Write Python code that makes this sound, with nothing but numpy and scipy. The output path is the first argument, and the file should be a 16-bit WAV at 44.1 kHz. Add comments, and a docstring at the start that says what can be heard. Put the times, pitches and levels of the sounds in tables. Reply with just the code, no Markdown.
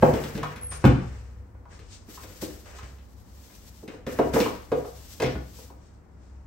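"""A tiled kitchen: a wall cupboard is shut, then a small plastic bin with a bag liner is lifted,
hooked over a lower door, and that door is closed. Knocks ring the bin and the chipboard doors, each
with a thud and a clack. Liner and sleeves rustle as clumpy noise, a bracelet tinkles, door fittings
ring and a dish hums faintly. The house rumbles underneath. A phone hears it all in stereo."""
import sys
import numpy as np
from scipy import signal
from scipy.fft import rfft, irfft, next_fast_len
from scipy.io import wavfile

SR = 44100
rng = np.random.default_rng(int(sys.argv[2]) if len(sys.argv) > 2 else 0)


def materialize(psi):
    """Save the field psi as 16-bit PCM at rate SR to the path in sys.argv[1].

    A 1-D psi becomes a single channel; in a 2-D psi each row is a channel.
    """
    bounded = np.clip(np.atleast_2d(psi).T, -1, 1)
    quanta = np.round(bounded * 32767).astype(np.int16)
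    wavfile.write(sys.argv[1], SR, quanta)


N = 284930

# Knocks on the bin. Each row: start in seconds, ring in dB, favoured pitch in Hz, clack in dB.
BIN_KNOCKS = [(0.025, -5.5, 436, -41), (0.135, -18, 247, -32.5), (0.238, -30, 268, -32),
              (0.351, -26, 198, -35.5), (0.376, -27, 420, -35), (0.431, -22, 800, -32),
              (0.56, -40, 212, -37.5), (0.721, -30, 1020, -39.5), (1.655, -46.5, 705, -67),
              (1.791, -46, 263, -47.5), (2.079, -39, 353, -66), (2.175, -39, 890, -52),
              (2.236, -39.5, 420, -42), (2.297, -47, 420, -58), (2.422, -25, 295, -49),
              (2.658, -49, 598, -46), (2.786, -38.5, 895, -42.5), (2.984, -53, 202, -53),
              (3.499, -52, 384, -54), (3.828, -35, 345, -67), (3.878, -32, 266.2, -39),
              (3.936, -36, 466, -72), (4.066, -21, 338, -31), (4.189, -7.5, 449, -32.5),
              (4.337, -15, 308, -27), (4.359, -9, 488, -41), (4.402, -14.5, 310, -19.5),
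              (4.459, -22.5, 680, -38), (4.718, -11, 474, -33.5), (4.848, -33, 600, -54),
              (5.2, -19.5, 471, -28.5), (5.22, -13.5, 482, -22), (5.299, -38, 297, -45),
              (5.582, -39.5, 483, -65), (5.699, -39.5, 470, -59.5)]
# The bin's walls and rim. Each row: pitch in Hz, level in dB, ring time (t60) in seconds.
BIN_MODES = [(193, 6.5, 0.026), (250.6, 2, 0.059), (308, -9, 0.22), (350, -8.5, 0.097), (400.7, -4, 0.07),
             (447.7, -0.5, 0.064), (509.2, -1, 0.07), (556, -2.5, 0.071), (575, 3, 0.031), (648, -3, 0.05),
             (726, -6, 0.073), (775, -4, 0.046), (842, 0, 0.028), (960, -1, 0.096), (1095, 1, 0.034),
             (1218, -0.5, 0.11), (1305, 20, 0.0035), (1970, -19.5, 0.0078), (2515, -8, 0.011)]
# The worktop under the bin. Each row: pitch in Hz, level in dB, ring time in seconds.
WORKTOP_THUD = [(112.6, -1, 0.18), (150.2, -4.5, 0.43)]
def plastic_bin():
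    """The bin rings at each knock, and thuds more while it stands on the worktop than once lifted."""
    lifted_s, standing_thud_db, lifted_thud_db = 2.0, -8.5, -20   # thuds are relative to the ring
    knocks = [(start, db, hz, clack_db, db + (standing_thud_db if start < lifted_s else lifted_thud_db))
              for start, db, hz, clack_db in BIN_KNOCKS]
    return blows(knocks, BIN_MODES, WORKTOP_THUD, reach_oct=0.85, chatter_s=0.0075)


# Door hits. Each row: start in seconds, ring in dB, favoured pitch in Hz, clack in dB, thud in dB.
DOOR_KNOCKS = [(0.841, -6, 185.7, -28, -19), (0.852, -6, 130, -21, -26.5), (0.874, -22.5, 234, -40, -12.5),
               (0.951, -37.5, 158, -48, -47), (1.548, -47.5, 121, -77, -37),
               (2.83, -45.5, 161, -47.5, -33.5), (5.235, -20.5, 284, -27, -33),
               (5.259, -23.5, 240, -32, -25), (5.354, -28.5, 350, -50, -25.5)]
# Door panel and carcass. 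Each row: pitch in Hz, level in dB, ring time in seconds.
DOOR_MODES = [(106, -12, 0.26), (130.8, -2.5, 0.14), (176.6, -8.5, 0.23), (240, 3.5, 0.023),
              (287.3, -6.5, 0.11), (345, -3.5, 0.063), (420, -3, 0.024), (509, -5.5, 0.056),
              (646, -6, 0.03), (770, 2, 0.012), (1146, 1, 0.014), (1473, -2.5, 0.036), (1850, -2.5, .015),
              (2373, 1, 0.0088)]
# The room's low boom when a door shuts. Each row: pitch in Hz, level in dB, ring time in seconds.
DOOR_BOOM = [(63.66, 1, 0.3), (81, -10, 0.25)]
def doors():
    """A door meets its frame: the chipboard rings and the room gives a low boom."""
    return blows(DOOR_KNOCKS, DOOR_MODES, DOOR_BOOM, reach_oct=1.7, chatter_s=0.0074)


def blows(knocks, modes, thud_modes, reach_oct, chatter_s):
    """A touch and a dying chatter of slips ring the modes near a pitch, with thud, clack and crack."""
    off_pitch_db, slips_per_s = 6, 600   # a mode one reach from the favoured pitch loses off_pitch_db
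    clack_s, crack_s, crack_db = 0.0043, .004, -25   # the crack's level is relative to the clack
    out, t = np.zeros(N + SR), np.arange(SR // 2) / SR
    clack_band = signal.butter(1, [750, 2800], "band", fs=SR, output="sos")
    crack_band = signal.butter(2, [2500, 9000], "band", fs=SR, output="sos")
    thud = peak_one(sum(from_db(level) * ring(t == 0, hz, t60) for hz, level, t60 in thud_modes))
    for start, ring_db, pitch, clack_db, thud_db in knocks:
        reach = reach_oct * (300 / pitch) ** .45   # higher blows are more local
        noise = rng.standard_normal((3, len(t)))
        noise[1:, 0] = 1.64   # the first touch is a hard click
        slips = 0.6 * noise[0] * (rng.random(len(t)) < slips_per_s / SR) * np.exp(-t / chatter_s)
        slips[0] = 0.8
        body = 0
        for k, (hz, level, t60) in enumerate(modes):
            gain = from_db(level - off_pitch_db * (np.log2(hz / pitch) / reach) ** 2)
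            body += gain * (-1) ** k * ring(slips, hz, t60)
        # the dense upper modes merge into noise bursts that the chatter draws out
        clack = signal.sosfilt(clack_band, noise[1] * np.exp(-t / (clack_s + chatter_s)))
        crack = signal.sosfilt(crack_band, noise[2] * np.exp(-t / (crack_s + chatter_s)))
        attack = from_db(clack_db) * (peak_one(clack) + from_db(crack_db) * peak_one(crack))
        at = round(start * SR)
        out[at:at + len(t)] += from_db(ring_db) * peak_one(body) + from_db(thud_db) * thud + attack
    return out[:N]


# Moves of the liner, then swishes of the sleeves. Each row: start, swell and hold in seconds,
# fade in dB per second, rustle in dB, hand rubbing in dB.
LINER_MOVES = [(0.0, 0.024, 0.22, 41, -48, -41.5), (2.07, 0.03, 0.14, 25, -52, -56),
               (2.41, 0.007, 0.0072, 101, -42.5, -48), (3.1, 0.32, 0.36, 70, -59, -67.5),
               (4.064, .004, .03, 22, -51, -45), (4.33, 0.0088, 0.077, 133, -39.5, -35),
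               (4.55, 0.46, .25, 95, -53, -63.5), (5.35, 0.24, 0.056, 173, -54.5, -64)]
SLEEVE_MOVES = [(.45, 0.056, .02, 50, -61, -47.5), (.71, 0.005, 0.013, 93, -47.5, -44),
                (.83, 0.049, 0.012, 128, -50, -37), (.95, 0.078, 0.12, 57, -61, -53),
                (1.69, .03, .02, 69, -58.5, -55), (1.89, 0.034, 0.017, 172, -48.5, -66),
                (2.64, 0.02, 0.2, 119.5, -57.5, -51.5), (3.876, .004, 0.016, 70, -61, -50),
                (5.75, 0.073, .05, 79, -67, -71), (6.1, 0.13, .05, 50, -70, -70.5)]
# Colours of the rustle, its crisp top and the rubbing. Each row: frequency in Hz, level in dB.
RUSTLE_TONE = [(1500, -6.5), (3000, -0.5), (5500, 1.5), (8000, 1), (10000, -14), (12000, -22.5)]
CRISP_TONE = [(7000, -9), (9500, -2), (12000, 2.5), (14000, -4), (16000, 2)]
RUBBING_TONE = [(150, -90.5), (400, -1), (900, -8.5), (1800, -7.5), (3000, -17), (5000, -83)]
def handling():
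    """Liner and sleeves rustle in dense clumps, the liner crisply; hands rub more dully."""
    liner_crisp_db, sleeve_crisp_db = 1, -33
    liner, liner_rub = movements(LINER_MOVES)
    sleeve, sleeve_rub = movements(SLEEVE_MOVES)
    clumps = from_db(2.0 * drift(38) + 0.5 * drift(310))
    crisp = np.hypot(from_db(liner_crisp_db) * liner, from_db(sleeve_crisp_db) * sleeve)
    rustle = np.hypot(liner, sleeve) * coloured(RUSTLE_TONE) + crisp * coloured(CRISP_TONE)
    rubbing = np.hypot(liner_rub, sleeve_rub) * from_db(2.0 * drift(25)) * coloured(RUBBING_TONE)
    return clumps * rustle + rubbing


def movements(moves):
    """Envelopes for rustle and rubbing: each move swells, holds and fades, and overlaps add as power."""
    swell_db = 13.5
    t, power = np.arange(0, N, 64) / SR, 0
    for start, swell, hold, fade, *levels in moves:
        rise_db = np.minimum(swell_db * ((t - start) / swell - 1), 0)
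        fall_db = fade * np.maximum(t - start - swell - hold, 0)
        power = power + from_db(rise_db - fall_db + np.array(levels)[:, None]) ** 2
    return [np.interp(np.arange(N) / SR, t, np.sqrt(layer)) for layer in power]


# Bracelet links, then the lower door's metal fittings.
# Each row: start in seconds, pitch in Hz, level in dB, ring time in seconds.
BRACELET_TINKLES = [(.555, 10520, -48, .12), (.612, 10210, -35, .4), (.632, 10190, -31, .5),
                    (.688, 8720, -35, .2), (.689, 8825, -30, .15), (.706, 9770, -33, .1),
                    (.715, 8880, -40, .2), (.745, 9930, -44, .2), (.852, 13450, -46, .2)]
HINGE_RINGS = [(5.24, 5480, -50, .25), (5.29, 1740, -49, .2)]
def bracelet_and_hinges():
    """Small metal parts touch, each giving one thin ring with a slightly softened attack."""
    out, soften_t60 = np.zeros(N), .008
    makeup_gain = 2 * np.log(1000) / (soften_t60 * SR)   # offsets the second resonator's boost
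    for start, hz, db, t60 in BRACELET_TINKLES + HINGE_RINGS:
        ping = ring(click(start), hz, t60)
        out += from_db(db) * ring(ping, hz, soften_t60) * makeup_gain
    return out * from_db(6 * drift(200))   # loose parts keep rattling, so the rings flutter


# The dish's one note: start in seconds, pitch in Hz, level in dB, ring time in seconds.
DISH_RING = (0.35, 491.5, -50.5, 3.5)
def dish():
    """A dish in the cupboard hums with one long, faint ring."""
    start, hz, db, t60 = DISH_RING
    return from_db(db) * ring(click(start), hz, t60)


# The kitchen's tail. Each row: frequency in Hz, decay time (t60) in seconds, level in dB.
KITCHEN_TAIL = [(60.5, 0.6, -41), (121.5, 0.62, 0.5), (247, 0.38, 1), (670, 0.45, 1), (2490, 0.44, 5.5),
                (5850, 0.54, -3), (13900, 0.083, -22.5)]
def kitchen_reverb(sound):
    """Reflections off the tiles: a diffuse tail that builds almost at once and dies band by band."""
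    t = np.arange(SR) / SR
    hz, noise = diffuse_noise(SR)
    bands, tail = np.array(KITCHEN_TAIL), 0
    for centre in 40 * 2 ** np.arange(0, 9, .5):   # overlapping half-octave bands
        share = np.cos(np.pi * np.clip(np.log2(hz / centre), -.5, .5)) ** 2
        t60, db = at_hz(bands[:, :2], centre), at_hz(bands[:, ::2], centre)
        decay = from_db(db - 60 * t / t60) / np.sqrt(t60 * SR / 7)
        tail = tail + irfft(noise * share, SR) * decay
    tail *= 1 - np.exp(-t / 0.0004)
    return signal.fftconvolve(sound[None], tail, axes=1)[:, :N]


# The rumble's fader ride. Each row: time in seconds, level in dB.
RUMBLE_RIDE = [(0.0, -27.5), (0.27, -42), (1.06, -37), (1.64, -45), (3.92, -47.5), (4.3, -38.5),
               (4.62, -45), (6.46, -49)]
# The rumble's colour. Each row: frequency in Hz, level in dB.
RUMBLE_TONE = [(25, -46), (42, 10.5), (58, -4), (66, 16.5), (74, -2.5), (100, 3.5), (130, -17.5),
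               (200, -52.5)]
def house_rumble():
    """The house rumbles: deep noise that rises and sinks."""
    level_db = np.interp(np.arange(N) / SR, *np.transpose(RUMBLE_RIDE))
    return from_db(level_db) * coloured(RUMBLE_TONE)


# The room tone's colour. Each row: frequency in Hz, level in dB.
AIR_TONE = [(90, -29), (140, -3), (200, -1.5), (400, -10), (1000, -15.5), (2000, -26), (3500, -42.5),
            (8000, -42), (11000, -64), (16000, -70)]
def room_tone():
    """A steady, dark bed of quiet noise."""
    return from_db(-56) * coloured(AIR_TONE)


# Width of diffuse sound. Each row: frequency in Hz, left-right likeness from 0 (wide) to 1 (mono).
STEREO_LIKENESS = [(60, 0.91), (125, .93), (300, 0.69), (700, 0.04), (1500, 0.2), (8000, 0.037)]
def diffuse_noise(size):
    """Spectrum of stereo white noise whose channels agree in the bass and part in the treble."""
    hz = np.arange(1, size // 2 + 2) * SR / size
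    mid, side = rfft(rng.standard_normal((2, size)))
    alike = np.clip(at_hz(STEREO_LIKENESS, hz), 0, 1)
    return hz, np.sqrt(1 + alike) * mid + np.sqrt(1 - alike) * side * [[1], [-1]]


def coloured(tone):
    """Diffuse stereo noise in the given colour, at an rms of 1."""
    size = next_fast_len(N + N % 2)
    size += size % 2
    hz, spectrum = diffuse_noise(size)
    noise = irfft(spectrum * from_db(at_hz(tone, hz)), size)[:, :N]
    return noise / np.sqrt(np.mean(noise ** 2) + 1e-20)


def ring(clicks, hz, t60):
    """A unit click sets a sine of height 1 ringing."""
    decay, step = from_db(-60 / (max(t60, .005) * SR)), 2 * np.pi * hz / SR
    return signal.lfilter([0, np.sin(step)], [1, -2 * decay * np.cos(step), decay ** 2], clicks + 1e-18)


def drift(rate_hz):
    """A random wander, roughly 1 either way."""
    steps = rng.standard_normal(int(N / SR * rate_hz) + 3)
    return np.interp(np.arange(N) / SR * rate_hz, np.arange(len(steps)), steps)


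def click(start):
    return np.arange(N) == round(start * SR)


def at_hz(curve, hz):
    frequencies, values = np.transpose(curve)
    return np.interp(np.log(hz), np.log(frequencies), values)


def from_db(db):
    return 10 ** (np.asarray(db) / 20)


def peak_one(x):
    return x / np.abs(x).max()


def scene():
    """Knocks and rings sit slightly right, with reverb around them, over handling, rumble and room tone."""
    knocks_db, left_minus_right_db = 1.5, -2
    struck = from_db(knocks_db) * (plastic_bin() + doors()) + dish() + bracelet_and_hinges()
    direct = struck * from_db([[left_minus_right_db / 2], [-left_minus_right_db / 2]])
    return direct + kitchen_reverb(struck) + handling() + house_rumble() + room_tone()


# The brighter left port. Each row: frequency in Hz, lift of left over right in dB.
LEFT_LIFT = [(500, 1.3), (2500, 2), (4200, 4.5), (5500, 9.5), (7000, 4), (8500, 4)]
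def record(dry):
    """The phone's two ports colour the stereo image; deep bass is cut, peaks clip, the top is cut."""
    one_port_hz, in_phase_hz, turn_hz, right_lag_s = 8300, 8530, 3600, 3.5e-5
    size = next_fast_len(N + 4096)
    left, right = rfft(dry, size)
    hz = np.arange(1, len(left) + 1) * SR / size
    lift = from_db(at_hz(LEFT_LIFT, hz) / 2)
    lag = np.exp(-2j * np.pi * hz * right_lag_s)
    two_ports = np.array([left * lift, right / lift * lag])
    # the top comes from the left port alone, its phase turned between the channels
    turn = np.exp(1j * np.pi * (hz - in_phase_hz) / turn_hz)
    one_port = np.array([left / turn, left * turn])
    top_share = 1 / (1 + (one_port_hz / hz) ** 24)
    stereo = irfft((1 - top_share) * two_ports + top_share * one_port, size)[:, :N]
    low_cut = signal.butter(4, 48, "high", fs=SR, output="sos")
    high_cut = signal.ellip(12, .5, 80, 15780, fs=SR, output="sos")
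    clipped = np.clip(signal.sosfilt(low_cut, stereo), -1, 1)
    return signal.sosfilt(high_cut, clipped)


dry = scene()
out = record(dry)
materialize(out)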